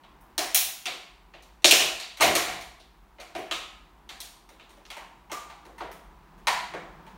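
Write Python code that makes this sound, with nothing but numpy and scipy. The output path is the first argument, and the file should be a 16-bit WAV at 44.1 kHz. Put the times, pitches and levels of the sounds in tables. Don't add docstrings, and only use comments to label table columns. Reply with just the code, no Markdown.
import sys
import numpy as np
from scipy import signal
from scipy.fft import rfft, irfft
from scipy.io import wavfile

SR = 44100
rng = np.random.default_rng(int(sys.argv[2]) if len(sys.argv) > 2 else 0)


def materialize(psi):
    bounded = np.clip(np.atleast_2d(psi).T, -1, 1)
    quanta = np.round(bounded * 32767).astype(np.int16)
    wavfile.write(sys.argv[1], SR, quanta)


N = 316197

# t/s, push on floor/dB, knock on hollow/dB, crack/dB, crack treble slope/(dB/octave),
# favoured f of squashed hollow/Hz, favoured f of bent shell/Hz, hollow ring re its drive/dB, burst length/ms
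CONTACTS = [(0.0353, -74.5, -53.5, -60.5, -16, 1064, 2920, -4, 1.2),
            (0.2087, -76, -51.5, -83, 12.5, 915, 1770, -16, 2.3),
            (0.3794, -34.5, -27, -30, -1, 730, 5200, -13, 0.47),
            (0.5462, -46, -34, -22.5, 3.5, 775, 2540, -3.5, 0.63),
            (0.856, -42.5, -35.5, -29.5, -10, 730, 2630, -6, 1.2),
            (1.337, -53, -47, -54.5, -17, 753, 2470, -11, 2.1),
            (1.423, -72, -67.5, -60.5, -2.5, 602, 4400, -4, 2.5),
            (1.6207, -63, -55.5, -64, -3, 640, 4050, -14.5, 2.5),
            (1.6443, -26.5, -24, -13.5, -7, 597, 5000, -4.5, 0.18),
            (1.7103, -24.5, -22.5, -15, -4, 720, 2496, -9, 0.45),
            (1.799, -38.5, -29, -26, -6.5, 663, 2820, -3, 6.8),
            (1.9992, -65, -43.5, -34.5, -11, 650, 4320, -11, 0.33),
            (2.1713, -63, -46, -48, -4, 594, 2300, -10, 1.4),
            (2.199, -28, -29.5, -41, -8, 1020, 2220, -7, 4.7),
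            (2.2073, -28.5, -17.5, -21.5, -5.5, 606, 2180, -3.5, 7.2),
            (2.2204, -34, -21.5, -24.5, -5, 730, 2400, -5, 4.4),
            (2.244, -24.5, -29, -38, -2, 710, 2180, -2, 5.1),
            (2.281, -28, -28.5, -47, -6, 684, 2220, -5, 5.1),
            (2.3519, -33, -26.5, -24, -2.5, 1146, 1760, -8.5, 1.2),
            (2.468, -43, -33, -38, -9, 728, 2250, -2, 29),
            (2.609, -62, -58, -49.5, -2.5, 696, 4370, -4, 3.2),
            (2.7982, -59.5, -63, -58.5, -7.5, 770, 3490, -4.5, 2.3),
            (3.184, -50.5, -46, -57.5, -22, 613, 2710, -6, 1.7),
            (3.2, -58.5, -44, -48, -6, 704, 2370, -14, 4.8),
            (3.3501, -35, -33, -44, -8, 660, 2430, -5, 2.3), (3.381, -46, -47, -58, 1, 723, 3050, 6, 2.6),
            (3.5116, -40, -33, -30, -10, 1255, 2950, -6.5, 0.35),
            (4.0905, -53, -45, -44.5, -8.5, 766, 2010, -4.5, 1.9),
            (4.203, -61, -57, -40.5, -3, 704, 8740, 2, 1.2),
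            (4.4899, -57.5, -53, -61.5, -2, 540, 3820, -8.5, 1.1),
            (4.597, -63.5, -54.5, -54, -18, 1300, 2570, -15.5, 0.6),
            (4.692, -59, -57.5, -61, -2, 964, 3770, -10.5, 6),
            (4.77, -55, -56.5, -71, -3.5, 561, 2550, -13, 3.2),
            (4.8524, -70, -64.5, -55.5, -7.5, 1250, 5230, 1, 0.45),
            (4.9024, -64, -41, -43, -8, 1106, 2610, -12, 0.82),
            (4.9665, -55, -38.5, -53.5, -4, 920, 1940, -6.5, 2),
            (5.056, -60.5, -64, -75, -24, 973, 2130, -9, 3.3),
            (5.297, -74, -38.5, -60.5, -7, 932, 2600, -5, 5),
            (5.316, -43.5, -34, -41.5, -3, 1180, 6740, 0, 1.8),
            (5.4988, -75, -43, -54, -9, 806, 3980, -4, 3.5),
            (5.6523, -50.5, -46, -63.5, -1.5, 513, 3680, -13, 0.68),
            (5.7805, -74, -44, -56.5, -2.5, 970, 2080, 2, 2.8),
            (5.8054, -41.5, -31.5, -51, -12.5, 471, 3310, -12, 1.6),
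            (5.9156, -58, -52, -57.5, 1.5, 1300, 1810, -1, 0.25),
            (6.379, -59.5, -67, -75, 2, 910, 3270, -1, 2.7),
            (6.4703, -44, -20, -25, -8.5, 968, 1890, -6, 1.7),
            (6.7365, -37, -31, -48, -12.5, 505, 1750, -14.5, 1.0),
            (7.0646, -56.5, -49.5, -61.5, -5.5, 906, 2590, -5, 2.2)]

# f/Hz, width/Hz, relative level/dB
THUD = [(77.4, 76, -8), (115, 120, -4), (172, 31, -0.5)]
BOARDS = [(225, 47, -5), (355, 98, 1), (456, 180, -4.5)]
HOLLOW = [(535, 130, -1.5), (630, 98, -3), (710, 120, 1.5), (934, 340, -5), (1063, 160, -2),
          (1308, 260, -3.5)]
SHELL = [(1674, 180, -5), (1935, 210, -2), (2253, 280, -2.5), (2773, 690, -2)]
CRACK = [(3450, 470, -1.5), (3680, 460, -1), (4350, 810, 0)]
SNAP = [(5460, 810, -1), (6400, 2400, 0.62), (6930, 700, -2)]
SPLINTER = [(7980, 710, -4), (9150, 1200, 0)]
FIZZ = [(10900, 1300, -1.5), (12650, 1000, -1.2), (16000, 2000, -1.5)]
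PARTS = [THUD, BOARDS, HOLLOW, SHELL, CRACK, SNAP, SPLINTER, FIZZ]

RUMBLE_HZ, RUMBLE_WIDTH_HZ = 49, 27
DRONE_HZ, DRONE_WIDTH_HZ = 172, 63
THUD_UNDER_DB, THUD_DB_PER_DOUBLING = -17.5, 4
SHELL_SHARE, SHELL_OVER_DB = 0.48, 1
SNAP_DB, SPLINTER_DB, FIZZ_DB = 0.5, -4.1, 1.5
SPREAD_DB = 1.3
FAVOUR_DB, FAVOUR_OCTAVES = 3.5, 0.29
HOLLOW_RING_WIDTH, SHELL_RING_WIDTH = .06, .09
SHELL_RING_DB = -12
DIRECT_DB, DIRECT_CUT_HZ = 5.0, 330
TAIL_DB, TAIL_RISE_MS = -3.5, 6
HISS_DB, CUTOFF_HZ = -75, 16300


def from_db(db):
    return 10 ** (np.asarray(db) / 20)


def rms_one(x):
    return x / np.sqrt(np.mean(x ** 2) + 1e-20)


def at_hz(points, hz):
    points_hz, values = np.array(points)[:, :2].T
    return np.interp(np.log(hz), np.log(points_hz), values)


def band(x, hz, width_hz):
    edges_hz = [hz - width_hz / 2, hz + width_hz / 2]
    sos = signal.butter(2, edges_hz, "band", fs=SR, output="sos")
    return signal.sosfilt(sos, x) * np.sqrt(SR / 2 / width_hz)


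def fade(x, seconds):
    r = np.exp(-1 / (seconds * SR))
    return signal.lfilter([1 - r], [1, -r], x + 1e-18)


def centre_hz(modes):
    return np.mean(np.array(modes)[:, 0])


def ambience():
    # t/s, room noise level/dB, rumble level/dB
    levels = [(0, -59, -64), (.35, -57.5, -56), (.8, -62.5, -68.5), (1.3, -60.5, -59), (2.302, -63, -60),
              (3.2, -60.5, -59), (3.9, -59.5, -58.5), (5.002, -59.5, -63.5), (5.6, -58, -60),
              (6.3, -56.5, -54), (6.7, -53.5, -58), (7.17, -53, -53)]
    # f/Hz, relative spectral level/dB
    noise_spectrum = [(53, -36), (90, -7.5), (176, -1), (278, -3), (345, 0), (510, -11), (935, 0),
                      (1440, -9), (4960, -26), (13200, -44), (16000, -23.5)]
    # t/s, drone level/dB
    drone_levels = [(4.9, -72.5), (5.8, -63.5), (7.17, -58)]
    t = np.arange(N) / SR
    s, noise_db, rumble_db = np.transpose(levels)
    drone_s, drone_db = np.transpose(drone_levels)

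    hz = np.maximum(np.fft.rfftfreq(N, 1 / SR), 1)
    colour = from_db(at_hz(noise_spectrum, hz))
    noise = rms_one(irfft(rfft(rng.standard_normal(N)) * colour, N))
    rumble, drone = rng.standard_normal((2, N))
    for _ in range(2):
        rumble = band(rumble, RUMBLE_HZ, RUMBLE_WIDTH_HZ)
        drone = band(drone, DRONE_HZ, DRONE_WIDTH_HZ)

    out = from_db(np.interp(t, s, noise_db)) * noise
    out += from_db(np.interp(t, s, rumble_db)) * rms_one(rumble)
    out += from_db(np.interp(t, drone_s, drone_db)) * rms_one(drone)
    return out


def part_levels():
    _, push_db, knock_db, crack_db, slope, *_, length_ms = np.transpose(CONTACTS)
    thud_db = push_db + THUD_UNDER_DB + THUD_DB_PER_DOUBLING * np.log2(np.abs(length_ms))
    shell_db = knock_db + SHELL_SHARE * (crack_db - knock_db) + SHELL_OVER_DB
    treble_db = []
    for modes, colour_db in [(SNAP, SNAP_DB), (SPLINTER, SPLINTER_DB), (FIZZ, FIZZ_DB)]:
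        octaves = np.log2(centre_hz(modes) / centre_hz(CRACK))
        treble_db.append(crack_db + slope * octaves + colour_db)
    return np.transpose([thud_db, push_db, knock_db, shell_db, crack_db, *treble_db])


def burst_power(levels_db):
    power = np.zeros(N)
    for (s, *_, length_ms), level_db in zip(CONTACTS, levels_db):
        length = max(length_ms, .2) * SR / 1000
        shape = np.exp(-np.arange(round(6 * length)) / length) / length
        start = round(s * SR)
        energy = from_db(level_db) ** 2 * SR / 1000
        power[start:start + len(shape)] += energy * shape[:N - start]
    return power


def diffuse_field(power, hz):
    # f/Hz, T60/s
    room_t60 = [(150, 0.52), (400, 0.56), (1040, 0.65), (2760, 0.62), (7280, 0.53), (15000, 0.43)]
    decay_s = at_hz(room_t60, hz) / np.log(1e6)
    rise_s = TAIL_RISE_MS / 2000
    built = fade(fade(power, rise_s), rise_s)
    return np.sqrt(np.abs(fade(built, decay_s) * decay_s * 1000))


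def favoured_rings():
    out, noise = np.zeros(N), rng.standard_normal(N)
    centres = [centre_hz(modes) for modes in PARTS]
    for (s, *_, hollow_hz, shell_hz, hollow_db, _), levels_db in zip(CONTACTS, part_levels()):
        start = round(s * SR)
        end = min(start + round(.7 * SR), N)
        drive_spectrum = np.transpose([centres, levels_db])
        rings = [(hollow_hz, hollow_db, HOLLOW_RING_WIDTH), (shell_hz, SHELL_RING_DB, SHELL_RING_WIDTH)]
        for hz, ring_db, width in rings:
            power = np.zeros(end - start)
            power[0] = from_db(ring_db + at_hz(drive_spectrum, hz)) ** 2 * SR / 1000
            out[start:end] += band(noise[start:end] * diffuse_field(power, hz), hz, width * hz)
    return out


def toy_in_room():
    echoes = [(3.3, -2.5), (6.6, -6), (12.2, -2.5)]
    direct, tail = np.zeros(N), favoured_rings()
    grit, diffuse = rng.choice([-1., 1.], N), rng.standard_normal((2, N))
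    centres = [centre_hz(modes) for modes in PARTS]
    favoured_hz = np.array(CONTACTS)[:, 5:7]
    widths_hz = [np.sum(np.array(modes)[:, 1]) for modes in PARTS]
    per_hz_db = part_levels() - 10 * np.log10(widths_hz)

    for k, (hz, width_hz, mode_db) in enumerate(sum(PARTS, [])):
        drive_db = np.array([at_hz(np.transpose([centres, row]), hz) for row in per_hz_db])
        octaves_off = np.log2(favoured_hz / hz)
        drive_db += FAVOUR_DB * np.exp(-(octaves_off / FAVOUR_OCTAVES) ** 2).max(axis=1)
        spread_db = SPREAD_DB * rng.standard_normal(len(CONTACTS))
        power = burst_power(drive_db + 10 * np.log10(width_hz) + mode_db + spread_db)
        direct += band(grit * np.sqrt(power), hz, width_hz) * (-1) ** k
        tail += band(diffuse[k % 2] * diffuse_field(power, hz), hz, width_hz)

    direct = signal.sosfilt(signal.butter(1, DIRECT_CUT_HZ, "high", fs=SR, output="sos"), direct)
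    out = direct.copy()
    for delay_ms, echo_db in echoes:
        lag = round(delay_ms * SR / 1000)
        out[lag:] += from_db(echo_db) * direct[:-lag]
    return from_db(DIRECT_DB) * out + from_db(TAIL_DB) * tail


def scene():
    return (ambience() + toy_in_room())[None]


def record(dry):
    hiss = from_db(HISS_DB) * rng.standard_normal(dry.shape)
    rounded = .95 * np.tanh((dry + hiss) / .95)
    steep = signal.cheby2(16, 60, CUTOFF_HZ, fs=SR, output="sos")
    return signal.sosfilt(steep, rounded)


dry = scene()
out = record(dry)
materialize(out)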